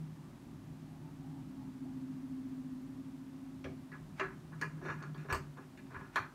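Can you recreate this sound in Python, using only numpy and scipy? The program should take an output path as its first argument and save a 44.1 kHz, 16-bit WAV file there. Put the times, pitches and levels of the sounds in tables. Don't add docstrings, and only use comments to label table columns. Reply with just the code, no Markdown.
import sys
import numpy as np
from scipy import signal
from scipy.fft import rfft, irfft
from scipy.io import wavfile
from scipy.ndimage import uniform_filter1d

SR = 44100
rng = np.random.default_rng(int(sys.argv[2]) if len(sys.argv) > 2 else 0)


def materialize(psi):
    bounded = np.clip(np.atleast_2d(psi).T, -1, 1)
    quanta = np.round(bounded * 32767).astype(np.int16)
    wavfile.write(sys.argv[1], SR, quanta)


N = 279594
RING = SR // 2


def from_db(db):
    return 10 ** (np.asarray(db) / 20)


def rms_one(x):
    return x / np.sqrt(np.mean(x ** 2) + 1e-20)


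def at_level(x, db):
    return x * from_db(db) / np.sqrt(np.mean(x[:SR // 20] ** 2) + 1e-20)


def in_time(rows):
    times, values = np.transpose(rows)
    return np.interp(np.arange(N) / SR, times, values)


def add(out, s, sound):
    at = int(np.clip(round(s * SR), 0, N - 1))
    out[at:at + len(sound)] += sound[:N - at]


def band(x, low_hz, high_hz, order=2):
    edges = [low_hz, min(high_hz, SR / 2 - 100)]
    return signal.sosfilt(signal.butter(order, edges, "band", fs=SR, output="sos"), x)


def drift(rate_hz):
    slow = signal.sosfilt(signal.butter(2, rate_hz, fs=SR, output="sos"), rng.standard_normal(N + SR))
    return rms_one(slow[SR:])


def shaped_noise(spectrum):
    hz, db = np.transpose(spectrum)
    bins = np.maximum(np.fft.rfftfreq(N, 1 / SR), 1)
    gain = from_db(np.interp(np.log(bins), np.log(hz), db))
    roll_off = np.hypot(1, (bins / hz[-1]) ** 20) * np.hypot(1, (hz[0] / bins) ** 2)
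    return rms_one(irfft(rfft(rng.standard_normal(N)) * gain / roll_off, N))


def resonate(force, modes, scatter_db=7.5):
    out = 0
    for hz, width_hz, db in modes:
        radius = np.exp(-np.pi * width_hz / SR)
        poles = [1, -2 * radius * np.cos(2 * np.pi * hz / SR), radius ** 2]
        gain = rng.choice([-1, 1]) * from_db(db + scatter_db * rng.standard_normal())
        out = out + gain * (1 - radius ** 2) / 2 * signal.lfilter([1, 0, -1], poles, force)
    return out


# frequency in Hz, relative spectral density in dB.
RUMBLE_SPECTRUM = [(18, -38), (33, -34), (44, -6), (60, -15), (78, -9), (100, -9), (135, 1), (158, 3),
                   (175, -12), (190, -2.5), (228, -6), (275, -5), (345, -11), (410, -24)]
HISS_SPECTRUM = [(240, -9), (400, -3), (445, -1.5), (488, -9.5), (527, -2), (634, -3), (874, -4), (973, -4),
                 (1170, -5), (1410, -9), (1660, -9), (2230, -13.5), (4940, -19), (8980, -22.5),
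                 (15600, -28)]
# time in seconds, level in dB.
RUMBLE_LEVEL = [(0, -52.5), (1.7, -50.5), (3.1, -54), (3.4, -56.5), (3.75, -49.5), (3.92, -57.5),
                (4.05, -51.5), (5.4, -52.5), (5.7, -57), (5.95, -51.5), (6.34, -58)]


def ventilation(hiss_db=-64.5):
    rumble = from_db(in_time(RUMBLE_LEVEL)) * shaped_noise(RUMBLE_SPECTRUM)
    return rumble + from_db(hiss_db) * shaped_noise(HISS_SPECTRUM)


def mains_tone(hz=360, db=-70):
    return from_db(db) * np.sqrt(2) * np.sin(2 * np.pi * hz * np.arange(N) / SR)


# midpoint in seconds, frequency in Hz, level at the midpoint in dB.
SQUEAKS = [(0.25, 1170, -70), (0.925, 812, -66), (1.07, 882, -65), (1.25, 810, -66.5), (1.36, 857, -63),
           (1.635, 860, -63.5), (1.885, 805, -65.5)]


def squeaks(length_s=0.18, roughness=0.99):
    out, t = np.zeros(N), np.arange(int(length_s * SR)) / SR
    for s, hz, db in SQUEAKS:
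        blur = rms_one(band(rng.standard_normal(len(t)), hz * 0.815, hz * 1.08))
        tone = rms_one(np.sin(2 * np.pi * hz * t) + roughness * blur)
        add(out, s - length_s / 2, from_db(db) * np.hanning(len(t)) * tone)
    return out


def wavering_tone(phase, depth_db, rate_hz):
    depth = from_db(depth_db)
    return (1 + depth * drift(rate_hz)) * np.sin(phase) + depth * drift(rate_hz) * np.cos(phase)


# start and end of the hold in seconds, level in dB, sag in Hz per second.
HUM_SWELLS = [(0, 0.08, -46, 1), (0.69, 1.428, -52, 1.9), (4.037, 4.114, -53, 1.4),
              (4.586, 5.472, -49, 12.6)]


def low_hum(pitch_hz=155.1, rest_db=-70, attack_s=0.16, release_s=0.075, beat_hz=9.4):
    t = np.arange(N) / SR
    hz, gain = pitch_hz, from_db(rest_db)
    for start_s, end_s, db, sag_hz_per_s in HUM_SWELLS:
        swell = np.exp(-np.maximum(start_s - t, 0) / attack_s - np.maximum(t - end_s, 0) / release_s)
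        gain = np.maximum(gain, from_db(db) * swell)
        hz = np.where(t < start_s, hz, pitch_hz - sag_hz_per_s * (np.minimum(t, end_s) - start_s))
    phase = 2 * np.pi * np.cumsum(hz) / SR
    note = wavering_tone(phase, depth_db=-34, rate_hz=20.5)
    neighbour = from_db(-8.5) * np.sin(phase + 2 * np.pi * beat_hz * t + drift(0.61))
    return gain * np.sqrt(2) * (note + neighbour)


# time in seconds, speed in turns per second.
MOTOR_SPEED = [(0, 13.6), (1, 13.95), (1.5, 14.26), (2, 14.52), (2.35, 14.57), (3, 14.26), (3.5, 14.05),
               (3.8, 13.72), (6.34, 13.8)]
# time in seconds, level in dB of a harmonic exactly at resonance.
MOTOR_LEVEL = [(0, -68), (1, -55), (1.5, -47.5), (2.1, -44), (2.6, -44), (3.1, -46.5), (3.8, -51.5),
               (4.1, -65), (5.5, -62.5), (5.8, -55), (6.34, -65.5)]


def motor(resonance_hz=263.5, half_width_hz=8.65):
    speed = in_time(MOTOR_SPEED)
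    shaft_angle = 2 * np.pi * np.cumsum(speed) / SR
    out = np.zeros(N)
    for harmonic in range(16, 21):
        response = 1 / (1 + ((harmonic * speed - resonance_hz) / half_width_hz) ** 2)
        phase = harmonic * shaft_angle + rng.uniform(0, 2 * np.pi) + 0.5 * drift(1.87)
        out += response * wavering_tone(phase, depth_db=-17, rate_hz=9)
    return from_db(in_time(MOTOR_LEVEL)) * np.sqrt(2) * out


# frequency in Hz, bandwidth in Hz, gain in dB.
LEAF_MODES = [(47, 9, -6), (81, 7.8, 1), (106, 11, -3), (125.5, 12, -5)]
# start in seconds, level in dB.
SHOVES = [(3.649, -51), (4.891, -50), (5.318, -41.5), (5.949, -57), (6.192, -52)]


def door_thuds(push_s=0.0057):
    out = np.zeros(N)
    push = np.sin(np.pi * np.minimum(np.arange(RING) / (push_s * SR), 1)) ** 2
    for s, db in SHOVES:
        thud = band(resonate(push, LEAF_MODES, scatter_db=8.5), 30, 160)
        add(out, s, at_level(thud, db))
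    return out


def whiten(burst, smoothing_bins=110):
    spectrum = rfft(burst, 2 * RING)
    power = uniform_filter1d(np.abs(spectrum) ** 2, smoothing_bins)
    return irfft(spectrum / np.sqrt(np.abs(power) + 1e-20))[:RING]


def blow(slide_s, direct_db, walls_db, t60, direct_s=0.0018, walls_s=0.021, spread_s=0.0073, grip=0.25):
    t = np.arange(RING) / SR
    direct = from_db(direct_db) * np.exp(-t / direct_s)
    walls = from_db(walls_db) * np.exp(-0.5 * ((t - walls_s) / spread_s) ** 2)
    tail = np.exp(-np.log(1000) * t / t60)
    power = signal.lfilter([1], [1, -np.exp(-2 / (slide_s * SR))], direct ** 2 + walls ** 2 + tail ** 2)
    rise = 1 - np.exp(-t / (grip * slide_s))
    return whiten(rise * np.sqrt(power) * rng.standard_normal(RING))


def favour(modes, centre_hz, lift_db, db_per_square_octave=10):
    weighted = []
    for hz, width_hz, db in modes:
        fall = db_per_square_octave * np.log2(hz / centre_hz) ** 2
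        lift = lift_db * np.exp(-((hz / centre_hz - 1) / 0.04) ** 2)
        weighted.append((hz, width_hz, db - fall + lift))
    return weighted


# frequency in Hz, bandwidth in Hz, gain in dB.
PANEL_MODES = [(317, 27, 4), (374.6, 9.9, 9), (390.7, 14.4, 10.5), (408, 37, -14), (509, 35, -6),
               (559, 15, -2), (648, 33, 1), (723, 23, -1.5), (808, 44, -11)]


def panel_ring(slide_s, centre_hz, lift_db):
    push = blow(slide_s, direct_db=-11, walls_db=-14, t60=0.2)
    ring = resonate(push, favour(PANEL_MODES, centre_hz, lift_db), scatter_db=0)
    return band(ring + from_db(-9) * push, 200, 750)


# frequency in Hz, bandwidth in Hz, gain in dB.
CASE_MODES = [(892, 22, -3), (932, 22, -3), (1042, 26, 6.5), (1145, 26, -1.5), (1204, 26, -1.5),
              (1293, 26, -0.5), (1448, 36, -2), (1500, 24, -1.5), (1683, 24, 8), (1793, 28, -2),
              (1950, 70, -13), (2105, 50, -13), (2320, 40, -6), (2408, 26, 2), (2630, 70, -3),
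              (2800, 70, -1)]


def case_ring(slide_s, centre_hz, lift_db):
    knock = blow(slide_s, direct_db=2, walls_db=8, t60=0.22, walls_s=0.012, spread_s=0.0045)
    clack = blow(slide_s, direct_db=12, walls_db=-2, t60=0.31)
    clack = from_db(-4.5) * band(clack, centre_hz * 0.58, centre_hz * 1.15)
    ring = resonate(knock, favour(CASE_MODES, centre_hz, lift_db), scatter_db=-1.1)
    return band(ring + clack, 810, 2300, order=4)


# frequency in Hz, bandwidth in Hz, gain in dB.
KEY = [(2300, 320, 8), (2800, 190, 8), (3624, 62, 8), (4280, 170, -0.5), (5670, 350, -8), (6900, 350, -7)]
BOW = [(2280, 150, 6), (3300, 270, 0), (4360, 90, 0), (4710, 52, 5)]
KEY_RING = [(2400, 200, 4), (3500, 200, 0), (4440, 59, 11), (6250, 300, -2), (6850, 300, -5)]
PLUG = [(2270, 180, 11), (2740, 260, 0.5), (3250, 220, 5), (5900, 340, -9)]
PINS = [(2720, 100, 17.5), (3370, 200, 2.5), (4080, 64, 6), (4360, 190, 1), (4800, 400, -3),
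        (6240, 270, -4), (6800, 250, -2)]
SPRING = [(1940, 88, 5), (2250, 62, -3), (4400, 400, -19)]
CAM = [(2800, 240, 8.5), (3250, 200, -9), (4400, 210, 6.5), (4960, 120, 3), (5460, 300, 1), (6040, 300, 0),
       (6950, 170, 2), (8400, 200, -6), (9100, 370, -6), (12800, 900, -15)]
BOLT = [(2350, 240, 15), (2900, 550, 4.5), (4490, 210, 9.5), (5300, 360, -12), (7160, 460, -5),
        (8030, 450, 5), (9140, 230, -3), (11700, 320, -2), (13000, 600, -5), (15400, 500, -7)]
LATCH = [(2400, 210, 17.5), (3190, 440, 10), (4230, 160, 4), (4400, 220, 9), (5430, 500, -7),
         (6050, 170, -5), (7000, 400, -5), (8800, 210, -5), (11800, 140, -1), (12700, 400, -12)]
STEEL_PARTS = {"key": (KEY, -22, 11000, 0.33), "plug": (PLUG, -15, 10000, 0.27),
               "spring": (SPRING, -22, 4200, 0.16), "ring": (KEY_RING, -5, 8000, .16),
               "bow": (BOW, -20, 7000, .18), "pins": (PINS, -11, 8300, 0.2), "cam": (CAM, -9, 19000, 0.26),
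               "bolt": (BOLT, -15, 14500, .19), "latch": (LATCH, -9.5, 13000, 0.25)}


def steel_ring(slide_s, part):
    modes, crack_db, top_hz, t60 = STEEL_PARTS[part]
    tick = blow(slide_s, direct_db=10, walls_db=-37, t60=t60, direct_s=0.0062, grip=0.32)
    crack = blow(slide_s, direct_db=11, walls_db=-10, t60=0.15, direct_s=0.0038, grip=0.43)
    crack = at_level(band(crack, 2600, 5300, order=1), crack_db)
    ring = at_level(resonate(tick, modes, scatter_db=1.9), 0)
    return band(ring + crack, 1470, top_hz)


def contact(slide_s, case_db, case_hz, case_lift_db, panel_db, panel_hz, panel_lift_db, steel_db, part):
    panel = at_level(panel_ring(slide_s, panel_hz, panel_lift_db), panel_db)
    case = at_level(case_ring(slide_s, case_hz, case_lift_db), case_db)
    steel = at_level(steel_ring(slide_s, part), steel_db)
    return panel + case + steel


# start and end in seconds, case and key levels mid-stroke in dB.
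RUBS = [(4.812, 4.963, -58, -63.5), (4.947, 5.123, -58.5, -82), (5.15, 5.268, -60, -75),
        (5.292, 5.327, -48, -54.5), (5.546, 5.667, -65, -89), (5.88, 6.136, -60.5, -80)]


def rubs(catches_per_s=710, spread_db=2.5):
    out = np.zeros(N)
    catches = (rng.random(N) < catches_per_s / SR) * rng.choice([-1, 1], N)
    strength = from_db(spread_db * np.minimum(rng.exponential(1, N), 4))
    grit = signal.fftconvolve(catches * strength, blow(0.0017, direct_db=9, walls_db=-2, t60=0.44))[:N]
    case = rms_one(band(resonate(grit, CASE_MODES) + from_db(-7) * grit, 700, 1820))
    key = rms_one(resonate(grit, KEY))
    for start_s, end_s, case_db, key_db in RUBS:
        first, last = int(start_s * SR), int(end_s * SR)
        stroke = np.sin(np.linspace(0, np.pi, last - first))
        scrape = from_db(case_db) * case[first:last] + from_db(key_db) * key[first:last]
        add(out, start_s, stroke * scrape)
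    return out


# start in seconds, case level in dB, centre of its ring in Hz,
# panel level in dB, steel level in dB, steel part.
TAPS = [(3.917, -54.5, 1970, -62, -62, "spring"), (3.942, -59, 1014, -80, -73, "spring"),
        (4.231, -48, 1430, -49.5, -63, "plug"), (4.303, -61, 1650, -65, -74, "spring"),
        (4.519, -58.5, 1390, -67, -91, "key"), (4.765, -66.5, 1530, -69, -90, "key"),
        (4.853, -59, 1710, -52.5, -65, "key"), (4.901, -65, 2000, -57, -60, "key"),
        (5.015, -59, 1600, -58, -82, "spring"), (5.024, -55, 1420, -74, -66, "ring"),
        (5.144, -59, 1200, -59.5, -70, "bow"), (5.177, -75, 1920, -64, -69, "key"),
        (5.245, -63, 1500, -57, -88, "key"), (5.343, -55, 1900, -60, -56, "cam"),
        (5.35, -56, 2300, -66, -56.5, "bolt"), (5.57, -57, 1070, -58, -75, "key"),
        (5.773, -63, 2510, -69, -68, "key"), (6, -55.5, 1110, -57, -85, "key"),
        (6.226, -56.5, 1600, -70, -66, "spring")]


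def taps(slide_s=0.0015, panel_hz=405):
    out = np.zeros(N)
    for s, case_db, case_hz, panel_db, steel_db, part in TAPS:
        add(out, s, contact(slide_s, case_db, case_hz, 0, panel_db, panel_hz, 0, steel_db, part))
    return out


# first slip, last slip and sliding time in seconds,
# final case level in dB, growth in dB per slip, final panel level in dB.
TURNS = [(4.814, 4.884, 0.00095, -41.5, 8.5, -50), (5.284, 5.299, 0.0053, -43, 6, -47.5),
         (5.907, 5.943, 0.0018, -48.5, 11.5, -59)]


def turns(slip_gap_s=0.035, case_hz=1530, panel_hz=405, panel_share=0.095, steel_re_case_db=-24.5):
    out = np.zeros(N)
    for first_s, last_s, slide_s, last_case_db, growth_db, last_panel_db in TURNS:
        count = 1 + max(1, round((last_s - first_s) / slip_gap_s))
        for slips_left, s in enumerate(np.linspace(last_s, first_s, count)):
            softer_db = growth_db * slips_left
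            case_db = last_case_db - softer_db
            panel_db = last_panel_db - panel_share * softer_db
            steel_db = case_db + steel_re_case_db
            add(out, s, contact(slide_s, case_db, case_hz, 0, panel_db, panel_hz, 0, steel_db, "key"))
    return out


# start and sliding time in seconds; for the case and then the panel,
# level in dB, centre of the ring in Hz and lift there in dB; steel level in dB; steel part.
SNAPS = [ (3.641, 0.0026, -55.5, 1730, 1, -48.5, 510, 14, -57.5, "plug"),
         (4.195, 0.0042, -38, 1750, 0, -41, 446, -1, -51, "pins"),
         (4.612, 0.0014, -38.5, 1722, 9, -51, 470, 0, -54.5, "cam"),
         (5.324, 0.0029, -38.5, 1200, 8, -45, 570, -11, -46.5, "bolt"),
         (6.157, 0.0018, -33, 1435, 2.5, -47.5, 770, -1, -47, "latch")]


def drags(length_s=0.04, re_case_db=-17, reference_slide_s=0.0036):
    out, force = np.zeros(N), np.linspace(0, 1, int(length_s * SR))
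    for s, slide_s, case_db, *_ in SNAPS:
        grit = rng.standard_normal(len(force))
        scrape = rms_one(band(grit, 800, 2400)) + from_db(-14) * rms_one(band(grit, 2300, 5700))
        gain = from_db(case_db + re_case_db) * slide_s / reference_slide_s
        add(out, s + slide_s / 2 - length_s, gain * force * scrape)
    return out


def snaps():
    out = np.zeros(N)
    for s, *snap in SNAPS:
        add(out, s, contact(*snap))
    return out


def scene():
    background = low_hum() + mains_tone() + ventilation()
    lock = snaps() + taps() + turns() + rubs() + drags()
    return (lock + door_thuds() + background + motor() + squeaks())[None]


def record(dry, cutoff_hz=15750):
    return signal.sosfilt(signal.ellip(12, 0.1, 70, cutoff_hz, fs=SR, output="sos"), dry)


dry = scene()
out = record(dry)
materialize(out)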